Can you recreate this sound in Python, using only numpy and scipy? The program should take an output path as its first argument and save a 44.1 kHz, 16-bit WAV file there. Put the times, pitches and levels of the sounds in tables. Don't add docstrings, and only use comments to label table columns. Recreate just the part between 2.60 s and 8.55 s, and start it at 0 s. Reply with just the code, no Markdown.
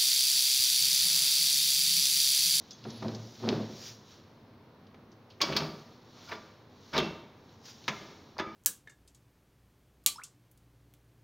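import sys
import numpy as np
from scipy import signal
from scipy.io import wavfile
from scipy.ndimage import uniform_filter1d

SR = 44100
rng = np.random.default_rng(int(sys.argv[2]) if len(sys.argv) > 2 else 0)


def master_out(mix):
    frames = np.transpose(np.atleast_2d(mix))
    ceiling = np.clip(frames, -1, 1)
    pcm = np.round(ceiling * 32767).astype(np.int16)
    wavfile.write(sys.argv[1], SR, pcm)


def volts_from_decibels(level):
    exponent = np.asarray(level, float) / 20
    return 10 ** exponent


N = 262395
T = np.arange(N) / SR

# start_s, crack_db, crack_pitch_hz, clank_db, rattle_t60_s
KNOCKS = [(2.8035, -45, 2000, -25, 0.19), (2.814, -12, 4700, -36, 0.091), (2.9228, -33, 3500, -27, 0.049),
          (2.9643, -11.5, 4500, -24.5, 0.088), (3.692, -43, 5040, -43, .088),
          (3.7162, -33, 2350, -30, 0.056), (3.7258, -35, 2460, -47, 0.12), (3.7507, -41, 3480, -57, .04),
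          (4.3362, -32, 2070, -37, 0.11), (4.3646, -34, 3900, -28, 0.024), (4.378, -14, 3600, -23.5, 0.019),
          (4.3852, -21, 3270, -41, 0.067), (4.3999, -26, 2270, -27, 0.044),
          (5.279, -18, 2160, -20.5, 0.086), (5.781, -39, 4750, -40, 0.027), (5.7871, -36, 3480, -33, 0.067),
          (5.7961, -36, 3580, -22, 0.086)]
# pitch_hz, level_db, t60_s
TRAY_MODES = [(382, -4, 0.25), (584, -9, 0.12), (680, -34, 0.21), (900, -16, 0.1), (980, -5, 0.27),
              (1112, -16, 0.1), (1184, 3, 0.82), (1240, 5, 0.54), (1410, -18, 0.1), (1590, -9, 0.15),
              (1900, -1, 0.19), (2190, -5, 0.1), (2270, 4, 0.18), (2300, -5, .2), (2680, -34, .12),
              (3220, -18.5, 0.22), (3480, 8, 0.14), (4200, -21, 0.14), (4500, -30, .3), (5270, -34, .15),
              (5070, -9, 0.12)]
# start_s,
# level_db, pitch_hz, width_hz, t60_s
REBOUNDS = [(.252, -39, 500, 500, .06), (.303, -40, 5500, 2000, .02), (.4265, -42, 2200, 600, 0.017),
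            (.427, -33, 500, 600, .03), (.8935, -30, 4000, 2500, .05), (4.366, -31, 400, 250, 0.068),
            (4.384, -24, 327, 251, 0.085), (5.782, -33, 4840, 900, .03), (2.344, -50, 990, 900, 0.036),
            (2.8178, -11, 4430, 2450, .035), (2.85, -33, 4960, 1500, .05), (2.875, -36, 3300, 900, .04),
            (2.931, -29, 3100, 1200, 0.059), (3.0043, -28, 2630, 1800, .04), (3.012, -36, 4600, 1200, .04),
            (3.687, -48, 3500, 600, .05), (3.6908, -42.5, 1000, 500, 0.091),
            (3.7135, -35, 2200, 1500, 0.022), (3.7235, -29.5, 900, 900, 0.02),
            (3.728, -30.5, 1300, 1500, 0.034), (3.747, -42, 1300, 900, .04),
            (3.775, -44.5, 1300, 700, 0.05), (4.33, -39, 1100, 900, .04), (4.3443, -33, 2100, 600, .04),
            (4.358, -33, 1100, 600, 0.035), (4.392, -26, 3300, 700, 0.029), (4.402, -34, 1150, 500, .05),
            (4.41, -34.5, 3520, 600, 0.044), (4.428, -32, 2280, 700, 0.045), (4.445, -38, 3270, 900, 0.037),
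            (5.283, -22, 2500, 3500, 0.019), (5.768, -40.5, 600, 400, 0.054),
            (5.7875, -25, 950, 700, 0.027), (5.79, -33, 2290, 600, 0.038), (5.7975, -29, 1290, 2450, 0.016),
            (5.834, -46, 3500, 500, 0.034), (.828, -47, 1400, 1400, .15), (4.387, -22, 3500, 900, .04),
            (5.085, -50, 1500, 1200, .08)]
# start_s, pitch_hz, level_db, t60_s
WIRES = [(.11, 3400, -54.5, 0.17), (0.13, 6300, -49, 0.07), (2.814, 1112, -28, 0.14),
         (2.966, 4500, -43, 0.22), (2.817, 2270, -32.5, 0.13), (2.818, 3310, -32, 0.13),
         (2.818, 4560, -27.5, 0.09), (2.966, 3060, -34, 0.083), (2.925, 1500, -45, .08),
         (3.716, 1750, -45, 0.064), (3.716, 4300, -49, .08), (3.69, 4950, -47, .08),
         (3.721, 1179, -46, 0.32), (3.73, 1410, -53, 0.33), (4, 790, -59, 0.072), (3.72, 985, -45, 0.19),
         (4.366, 3920, -26.5, 0.035), (4.38, 3620, -23.5, 0.038), (4.38, 2261, -41, 0.3),
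         (4.365, 630, -38, 0.47), (4.385, 3144, -40, .24), (4.38, 921, -47, 0.61),
         (4.39, 3413, -43.5, 0.32), (4.38, 2700, -38, 0.34), (3.72, 436, -45.5, .3),
         (3.72, 2283, -52, 0.23), (3.72, 3456, -49, .17), (3.73, 3500, -53, .12), (3.755, 4958, -54, .1),
         (5.8, 1300, -43, .6), (5.79, 2000, -41, .2), (5.868, 2300, -50, .3), (5.79, 3500, -44, .2),
         (3.69, 2300, -50, .08), (3.675, 1400, -52, .12), (2.83, 5500, -42, .2), (2.84, 3320, -42, .2),
         (2.98, 2650, -42, .2), (5.283, 2250, -44, .25), (5.283, 3500, -44, .2), (5.81, 300, -42, 0.17),
         (5.8, 330, -43, 0.18), (5.33, 1350, -47.5, 0.28), (4.38, 1179, -36.5, 0.29),
         (4.383, 377, -34.5, 0.3), (5.279, 1270, -33.5, 0.071), (5.786, 5000, -43, 0.057),
         (5.8, 1227, -38.5, 0.59), (5.796, 2050, -58, 0.15), (5.797, 3600, -36, 0.035),
         (5.798, 390, -39.5, 0.21), (5.798, 1712, -38, 0.096), (4.385, 1577, -43, 0.16)]
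# start_s, held_s, scrape_db, cavity_db, clank_db
SLIDES = [(2.829, 0.0034, -38.5, -38, -36), (2.888, 0.04, -54, -36, -49), (2.956, 0.065, -47, -40.5, -42),
          (3.55, 0.11, -68, -66.5, -63.5), (3.69, 0.015, -64, -68, -52), (3.714, 0.028, -65, -49.5, -56),
          (3.85, 0.055, -71, -73, -71), (4.335, 0.015, -41.5, -38.5, -35),
          (4.365, 0.0052, -40.5, -33.5, -41), (4.43, .01, -56, -45.5, -52),
          (5.295, 0.0026, -68, -41.5, -43.5), (5.41, .12, -67, -56.5, -63.5),
          (5.799, 0.0024, -58, -40, -42.5), (5.87, 0.1, -67, -73, -67)]
# pitch_hz, density_db_per_hz
CLANK_COLOUR = [(350, -26.5), (600, 1.5), (786, -8.5), (922, 0), (1050, -6), (1140, -2.5), (2600, -16.5),
                (3380, -68), (5720, -120)]
# pitch_hz, density_db_per_hz
SCRAPE_COLOUR = [(1410, -61), (2400, 3.5), (3380, 5), (3930, 2), (5310, 4.5), (6670, -14), (8300, -31),
                 (10800, -48), (18300, -120)]
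# pitch_hz, width_hz, level_db
RACK_WIRES = [(2270, 58, 6), (2480, 60, -8), (3020, 57, -7), (3500, 42, 0), (3750, 16, -4), (4470, 80, -5),
              (5100, 40, -8)]
# pitch_hz, width_hz, level_db
CAVITY = [(94, 36, -10), (153.5, 10.8, 4), (213.7, 46.6, 1), (252.6, 25, -8), (320, 39, 1.5), (383, 41, -2),
          (488, 71, -10), (618.5, 38, -10.5)]
# start_s, level_db, pitch_hz, fizz_share, t60_s
TICKS = [(0.108, -31.5, 5430, 0.61, 0.088), (0.24, -37.5, 3850, 0.46, 0.051),
         (0.304, -32, 5400, 0.56, 0.033), (0.426, -41, 4600, .4, 0.025), (.482, -32, 4220, 0.4, 0.024),
         (0.548, -32, 5300, 0.3, 0.052), (0.8897, -10, 3690, 0.034, 0.053), (2.268, -52, 3750, .5, 0.073),
         (2.345, -49.5, 2180, .5, 0.047), (2.701, -52, 5600, .7, 0.094), (5.768, -52, 900, .6, 0.059),
         (2.517, -50, 5430, 0.54, 0.1), (2.703, -45, 3730, .7, 0.42), (3.335, -71, 4500, .6, 0.032),
         (4.893, -51, 4330, .5, 0.038), (5.241, -42.5, 3400, .5, 0.055)]
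# start_s, held_s, force_db, fall_db_per_s, hardness_db
THUMPS = [
    (.0, 0.022, -54, 350, -9),
    (.1, .004, -62, 1200, -21),
    (0.25, 0.0079, -35, 112, -6),
    (0.421, 0.011, -29.5, 111, -6.5),
    (0.449, 0.0053, -36.5, 143, -10.5),
    (.645, 0.0084, -53, 199.5, -4),
    (.8, 0.02, -44, 200, -6),
    (0.829, 0.032, -34, 300, -3.5),
    (0.874, 0.036, -23.5, 95, -7),
]
# pitch_hz, width_hz, level_db
THUMP_BODY = [(122.6, 36, -20), (154, 14, -5.5), (221.5, 28, 1), (280, 67, -2), (361, 25, -4.5),
              (433, 18, -21.5), (557, 162, 1.5), (660, 140, -14)]
# pitch_hz, level_db
THUMP_TOP = [(300, -40.5), (500, 8.5), (900, 0), (1500, -12.5), (2500, -22.5), (5000, -49.5)]
# start_s, held_s, level_db
BOOMS = [
    [(.262, 0.022, -49.5), (.39, .03, -51.5), (.455, 0.18, -45), (.845, 0.18, -42.5), (1.3, 0.016, -55)],
    [(.285, 0.05, -48), (.46, 0.024, -44), (.65, .01, -67), (.848, 0.14, -39.5), (1.21, 0.083, -63)],
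]
BOOM_HZ = [112.7, 230.2]
# start_s, effort_db, silkiness_db
CLOTH = [(0., -59.5, 0), (.22, -58.5, -4.5), (.4, -50.5, -5.5), (.72, -57, 2), (.92, -46, -9),
         (1.02, -54, -6), (1.42, -74, -21), (1.75, -72.5, -6), (2.62, -75, -3), (3.2, -62.5, 1),
         (3.38, -68, -4), (3.67, -53, -0.5), (4.06, -70, -4.5), (4.32, -57, -0.5), (4.85, -93, -7),
         (5.33, -52.5, -0.5), (5.74, -64.5, -3.5), (5.8, -69, -1)]
# start_s, level_db, rise_db_per_s, fall_db_per_s, silkiness_db
BRUSHES = [
    (.24, -69, 1200, 124, -18),
    (.308, -64, 400, 202, -3),
    (1.28, -45.5, 79, 179, 3.5),
    (1.516, -56, 152, 100, 0),
    (3.328, -68, 399, 184, -4),
    (4.932, -64, 46, 186, -1.5),
    (5.057, -55, 900, 72, 1.5),
    (5.1, -55, 207, 400, 3.5),
]
# pitch_hz, density_db_per_hz
CLOTH_COLOUR = [(710, -57.5), (1200, -11.5), (1730, -11), (1980, -11.5), (2650, -11), (3830, -1), (5200, 2),
                (6760, -33), (11400, -120)]
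# pitch_hz, density_db_per_hz
CLOTH_EDGE = [(2880, -34.5), (4900, 6.5), (6370, -5), (7160, -11.5), (8080, -31.5), (8300, -31),
              (10800, -55.5), (18300, -120)]
# pitch_hz, density_db_per_hz
FIZZ_COLOUR = [(4710, -43), (8000, -4.5), (8830, -1.5), (10500, -8.5), (14900, 1.5), (16000, -1)]
# start_s, held_s, level_db
SQUEAK = [
    (.28, .003, -70),
    (.326, 0.055, -69),
    (.4, 0.13, -85),
]
# pitch_hz, density_db_per_hz
HUM = [(15, -55), (25, -18), (64, -16.5), (97, 0.5), (185, -7), (223, -7), (503, -9), (575, -13.5),
       (863, -15), (988, -13.5), (1330, -20), (3520, -32.5), (4250, -34), (7310, -54.5), (16000, -41.5)]
# pitch_hz, width_hz, level_db
HUM_LINES = [(228.7, 25, 0)]
# pitch_hz, density_db_per_hz
APART = [(18, -67), (30, -31), (59, -32), (115, -2), (499, -3), (4080, -13), (7470, -30.5), (11700, -29.5),
         (12600, -25), (16000, -31)]
# pitch_hz, t60_s
ROOM = [(100, 1), (250, 0.51), (700, 0.9), (2000, 0.78), (5000, 0.62), (12000, 0.85)]
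# pitch_hz, level_db
MICROPHONE = [(40, 1), (100, 8.5), (5000, 2.5), (6500, -0.5), (7900, -17), (9000, -27), (15500, -42)]

FIZZ_DB_PER_OCTAVE = 7


def evened(x):
    return x / np.sqrt(np.mean(x ** 2) + 1e-20)


def peaked(x):
    return x / abs(x).max()


def read(points, hz):
    f, value = np.transpose(points)
    return np.interp(np.log(hz + 1), np.log(f + 1), value)


def add(mix, start_s, sound):
    part = mix[round(start_s * SR):][:len(sound)]
    part += sound[:len(part)]


def colour(x, points):
    level_db = read(points, abs(np.fft.fftfreq(8192, 1 / SR)))
    log_gain = np.log(volts_from_decibels(np.maximum(level_db, -100)))
    taps = np.fft.ifft(np.exp(np.conj(signal.hilbert(log_gain)))).real[:4096]
    return signal.oaconvolve(x, taps / np.linalg.norm(taps))[:len(x)]


def resonate(x, hz, width):
    return signal.lfilter(*signal.iirpeak(hz, hz / width, SR), x)


def body(x, peaks):
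    return evened(sum(volts_from_decibels(db) * resonate(resonate(x, hz, 2 * w), hz, 2 * w) for hz, w, db in peaks))


def grit(per_s, spread_db):
    size = volts_from_decibels(spread_db * np.minimum(rng.exponential(1, N), 4)) * rng.choice([-1., 1.], N)
    return evened(size * (rng.random(N) < per_s / SR))


def swells(start_s, held_s, db, rise_db_s, fall_db_s):
    t = T[::32, None]
    rise = rise_db_s * np.maximum(start_s - t, 0)
    fall = fall_db_s * np.maximum(t - start_s - held_s, 0)
    gain = volts_from_decibels(db - rise - fall).sum(axis=1)
    return uniform_filter1d(np.interp(T, t[:, 0], gain), size=150)


def ring():
    t = T[:SR // 2]
    strike = rng.standard_normal((len(TRAY_MODES), 2))
    out = np.zeros(len(t))
    for (hz, db, t60), (share, detune) in zip(TRAY_MODES, strike):
        fade = volts_from_decibels(db + 2.0 * share - 60 * t / t60)
        out += fade * np.sin(2 * np.pi * hz * (1 + 0.00424 * detune) * t)
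    return out


def knocks():
    out, fizz, t = np.zeros(N), np.zeros(N), T[:SR // 2]
    for start_s, crack_db, hz, clank_db, t60 in KNOCKS:
        rattle = volts_from_decibels(-60 * t / np.clip(t60, .01, .3)) * np.minimum(t / .0012, 1)
        contact = rng.standard_normal((3, len(t))) * rattle
        crack = resonate(contact[0], hz, 870.0) + 0.37 * resonate(contact[0], 4000.0, 3400.0)
        sheet = resonate(resonate(contact[1], 1240.0, 3000.0), 1300.0, 3100.0)
        modes = signal.fftconvolve(contact[1, :2000], ring())[:len(t)]
        clank = peaked(sheet) + 0.091 * peaked(modes)
        push = sum(volts_from_decibels(db) * resonate(contact[2], f, 2.5 * w) for f, w, db in CAVITY[2:])
        add(out, start_s, volts_from_decibels(crack_db) * peaked(crack) + volts_from_decibels(clank_db) * clank
            + volts_from_decibels(clank_db - 12.5) * peaked(push))
        fizz_db = -20 + 0.82 * crack_db + FIZZ_DB_PER_OCTAVE * np.log2(hz / 4000)
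        add(fizz, start_s, volts_from_decibels(fizz_db - 60 * t / 0.095) * contact[0])
    return colour(out, MICROPHONE) + colour(fizz, FIZZ_COLOUR)


def rebounds():
    out, t = np.zeros(N), T[:SR // 8]
    for start_s, db, hz, width, t60 in REBOUNDS:
        rattle = rng.standard_normal(len(t))
        bounce = (rattle + 4.0 * (t == 0)) * volts_from_decibels(-60 * t / np.clip(t60, .005, .2))
        bounce = resonate(resonate(bounce, hz, 1.5 * width), hz, 1.5 * width)
        add(out, start_s, volts_from_decibels(db) * peaked(bounce))
    return volts_from_decibels(-5.5) * colour(out, MICROPHONE)


def wires():
    out, t = np.zeros(N), T[:SR // 2]
    for start_s, hz, db, t60 in WIRES:
        pair = np.sin(2 * np.pi * hz * t) + .3 * np.sin(2 * np.pi * 1.012 * hz * t)
        add(out, start_s, volts_from_decibels(db - 60 * t / t60) * np.minimum(t / 0.0012, 1) * pair)
    return out


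def slides():
    rise_db_s = 2500
    slips = grit(5000, 1.2)
    start_s, held_s, scrape_db, cavity_db, clank_db = np.transpose(SLIDES)
    clank = swells(start_s, held_s, clank_db, rise_db_s, 182) * slips
    modes = ring()
    rung_tray = signal.oaconvolve(clank, modes / np.linalg.norm(modes))[:N]
    clank = colour(clank, CLANK_COLOUR) + 0.13 * rung_tray
    scrape = swells(start_s, held_s, scrape_db, rise_db_s, 241) * slips
    rung_wires = body(scrape, RACK_WIRES) * np.std(scrape)
    fizz = volts_from_decibels(-25) * colour(scrape, FIZZ_COLOUR)
    scrape = colour(scrape, SCRAPE_COLOUR) + 0.42 * rung_wires + fizz
    cavity = swells(start_s, held_s, cavity_db, rise_db_s, 121) * body(grit(1200, 3.4), CAVITY)
    return clank + scrape + cavity


def ticks():
    out, fizz, t = np.zeros(N), np.zeros(N), T[:SR // 8]
    for start_s, db, hz, share, t60 in TICKS:
        contact = share * rng.standard_normal(len(t)) * volts_from_decibels(-60 * t / np.clip(t60, .005, .2)) + (t == 0)
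        tick = resonate(resonate(contact, hz, 3500.), hz, 3500.) + .1 * contact
        add(out, start_s, volts_from_decibels(db) * peaked(tick))
        add(fizz, start_s, volts_from_decibels(db - 24) * contact)
    return colour(out, MICROPHONE) + colour(fizz, FIZZ_COLOUR)


def thumps():
    rise_db_s = 3500
    start_s, held_s, force_db, fall_db_s, hardness_db = np.transpose(THUMPS)
    first_blow = 3.0 * np.isin(np.arange(N), np.round(start_s * SR))
    lumps = grit(900, 1.9) + first_blow
    pushes = swells(start_s, held_s, force_db, rise_db_s, fall_db_s) * lumps
    sounding = sum(volts_from_decibels(db) * resonate(pushes, hz, w) / np.sqrt(w) for hz, w, db in THUMP_BODY)
    low = volts_from_decibels(31) * signal.lfilter(*signal.butter(3, [95, 900], "band", fs=SR), sounding)
    hard = swells(start_s, held_s, force_db + hardness_db, rise_db_s, fall_db_s) * lumps
    return low + colour(hard, THUMP_TOP)


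def booms():
    out = np.zeros(N)
    for events, hz in zip(BOOMS, BOOM_HZ):
        drift = uniform_filter1d(rng.standard_normal(N), size=1500)
        waver = evened(uniform_filter1d(drift, size=1500))
        tone = np.sin(2 * np.pi * np.cumsum(hz * (1 + 0.0194 * waver)) / SR)
        out += np.sqrt(2) * swells(*np.transpose(events), 351, 155) * tone
    return out


def cloth():
    fibres = grit(9000, 2.0)
    move_s, effort_db, slow_silk_db = np.transpose(CLOTH)
    start_s, db, rise_db_s, fall_db_s, silk_db = np.transpose(BRUSHES)

    def rubbing(silk):
        slow = volts_from_decibels(np.interp(T, move_s, effort_db + silk * slow_silk_db))
        return slow + swells(start_s, 0, db + silk * silk_db, rise_db_s, fall_db_s)

    plain, silky = rubbing(0), rubbing(1)
    return (plain * colour(fibres, CLOTH_COLOUR) + silky * colour(fibres, CLOTH_EDGE)
            + volts_from_decibels(-17.5) * silky * colour(fibres, FIZZ_COLOUR))


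def squeak():
    hz = 11230 - 345 * np.exp(-np.maximum(T - .25, 0) / .07)
    flutter = 1 + .25 * evened(uniform_filter1d(rng.standard_normal(N), 600))
    level = swells(*np.transpose(SQUEAK), 800, 800)
    return 1.3 * level * flutter * np.sin(2 * np.pi * np.cumsum(hz) / SR)


def hum():
    air = colour(rng.standard_normal(N), HUM)
    return volts_from_decibels(-57) * (air + 0.42 * body(rng.standard_normal(N), HUM_LINES))


def room(x):
    taps = np.zeros(SR)
    at = np.arange(200, SR - 20, 20) + rng.integers(0, 20, (SR - 201) // 20)
    taps[at] = rng.choice([-1., 1.], len(at))
    hz, t, z = signal.stft(taps, SR, nperseg=256)
    tail = signal.istft(z * volts_from_decibels(-60 * t / read(ROOM, hz)[:, None]), SR, nperseg=256)[1]
    return signal.fftconvolve(x, tail / np.linalg.norm(tail))[:N]


def scene():
    hits = (knocks() + ticks()) * volts_from_decibels(-7.0) + wires()
    rubs = thumps() + slides()
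    bounces = rebounds()
    mid = hits + volts_from_decibels(-10.0) * room(hits)
    mid = mid + rubs + volts_from_decibels(-9.0) * room(rubs)
    mid = mid + bounces + volts_from_decibels(-11.0) * room(bounces)
    mid = mid + booms() + cloth() + squeak() + hum()
    side = volts_from_decibels(-73) * colour(rng.standard_normal(N), APART)
    return np.array([mid + side, mid - side])


def top_cut(x):
    return signal.sosfilt(signal.butter(12, 16650, fs=SR, output="sos"), x)


def record(dry):
    mid_side = np.array([dry[0] + dry[1], dry[0] - dry[1]]) / 2
    hz, t, (mid, side) = signal.stft(mid_side, SR, nperseg=2048)
    loud, faint = (uniform_filter1d(abs(z) ** 2, size=16, axis=0) for z in (mid, side))
    side = side * (loud < faint * volts_from_decibels(2 * 22.0))
    both = np.array([mid + side, mid - side]) * (hz < 15850)[:, None]
    mix = signal.istft(both, SR, nperseg=2048)[1][:, :N]
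    return top_cut(mix)


dry = scene()
out = record(dry)
master_out(out)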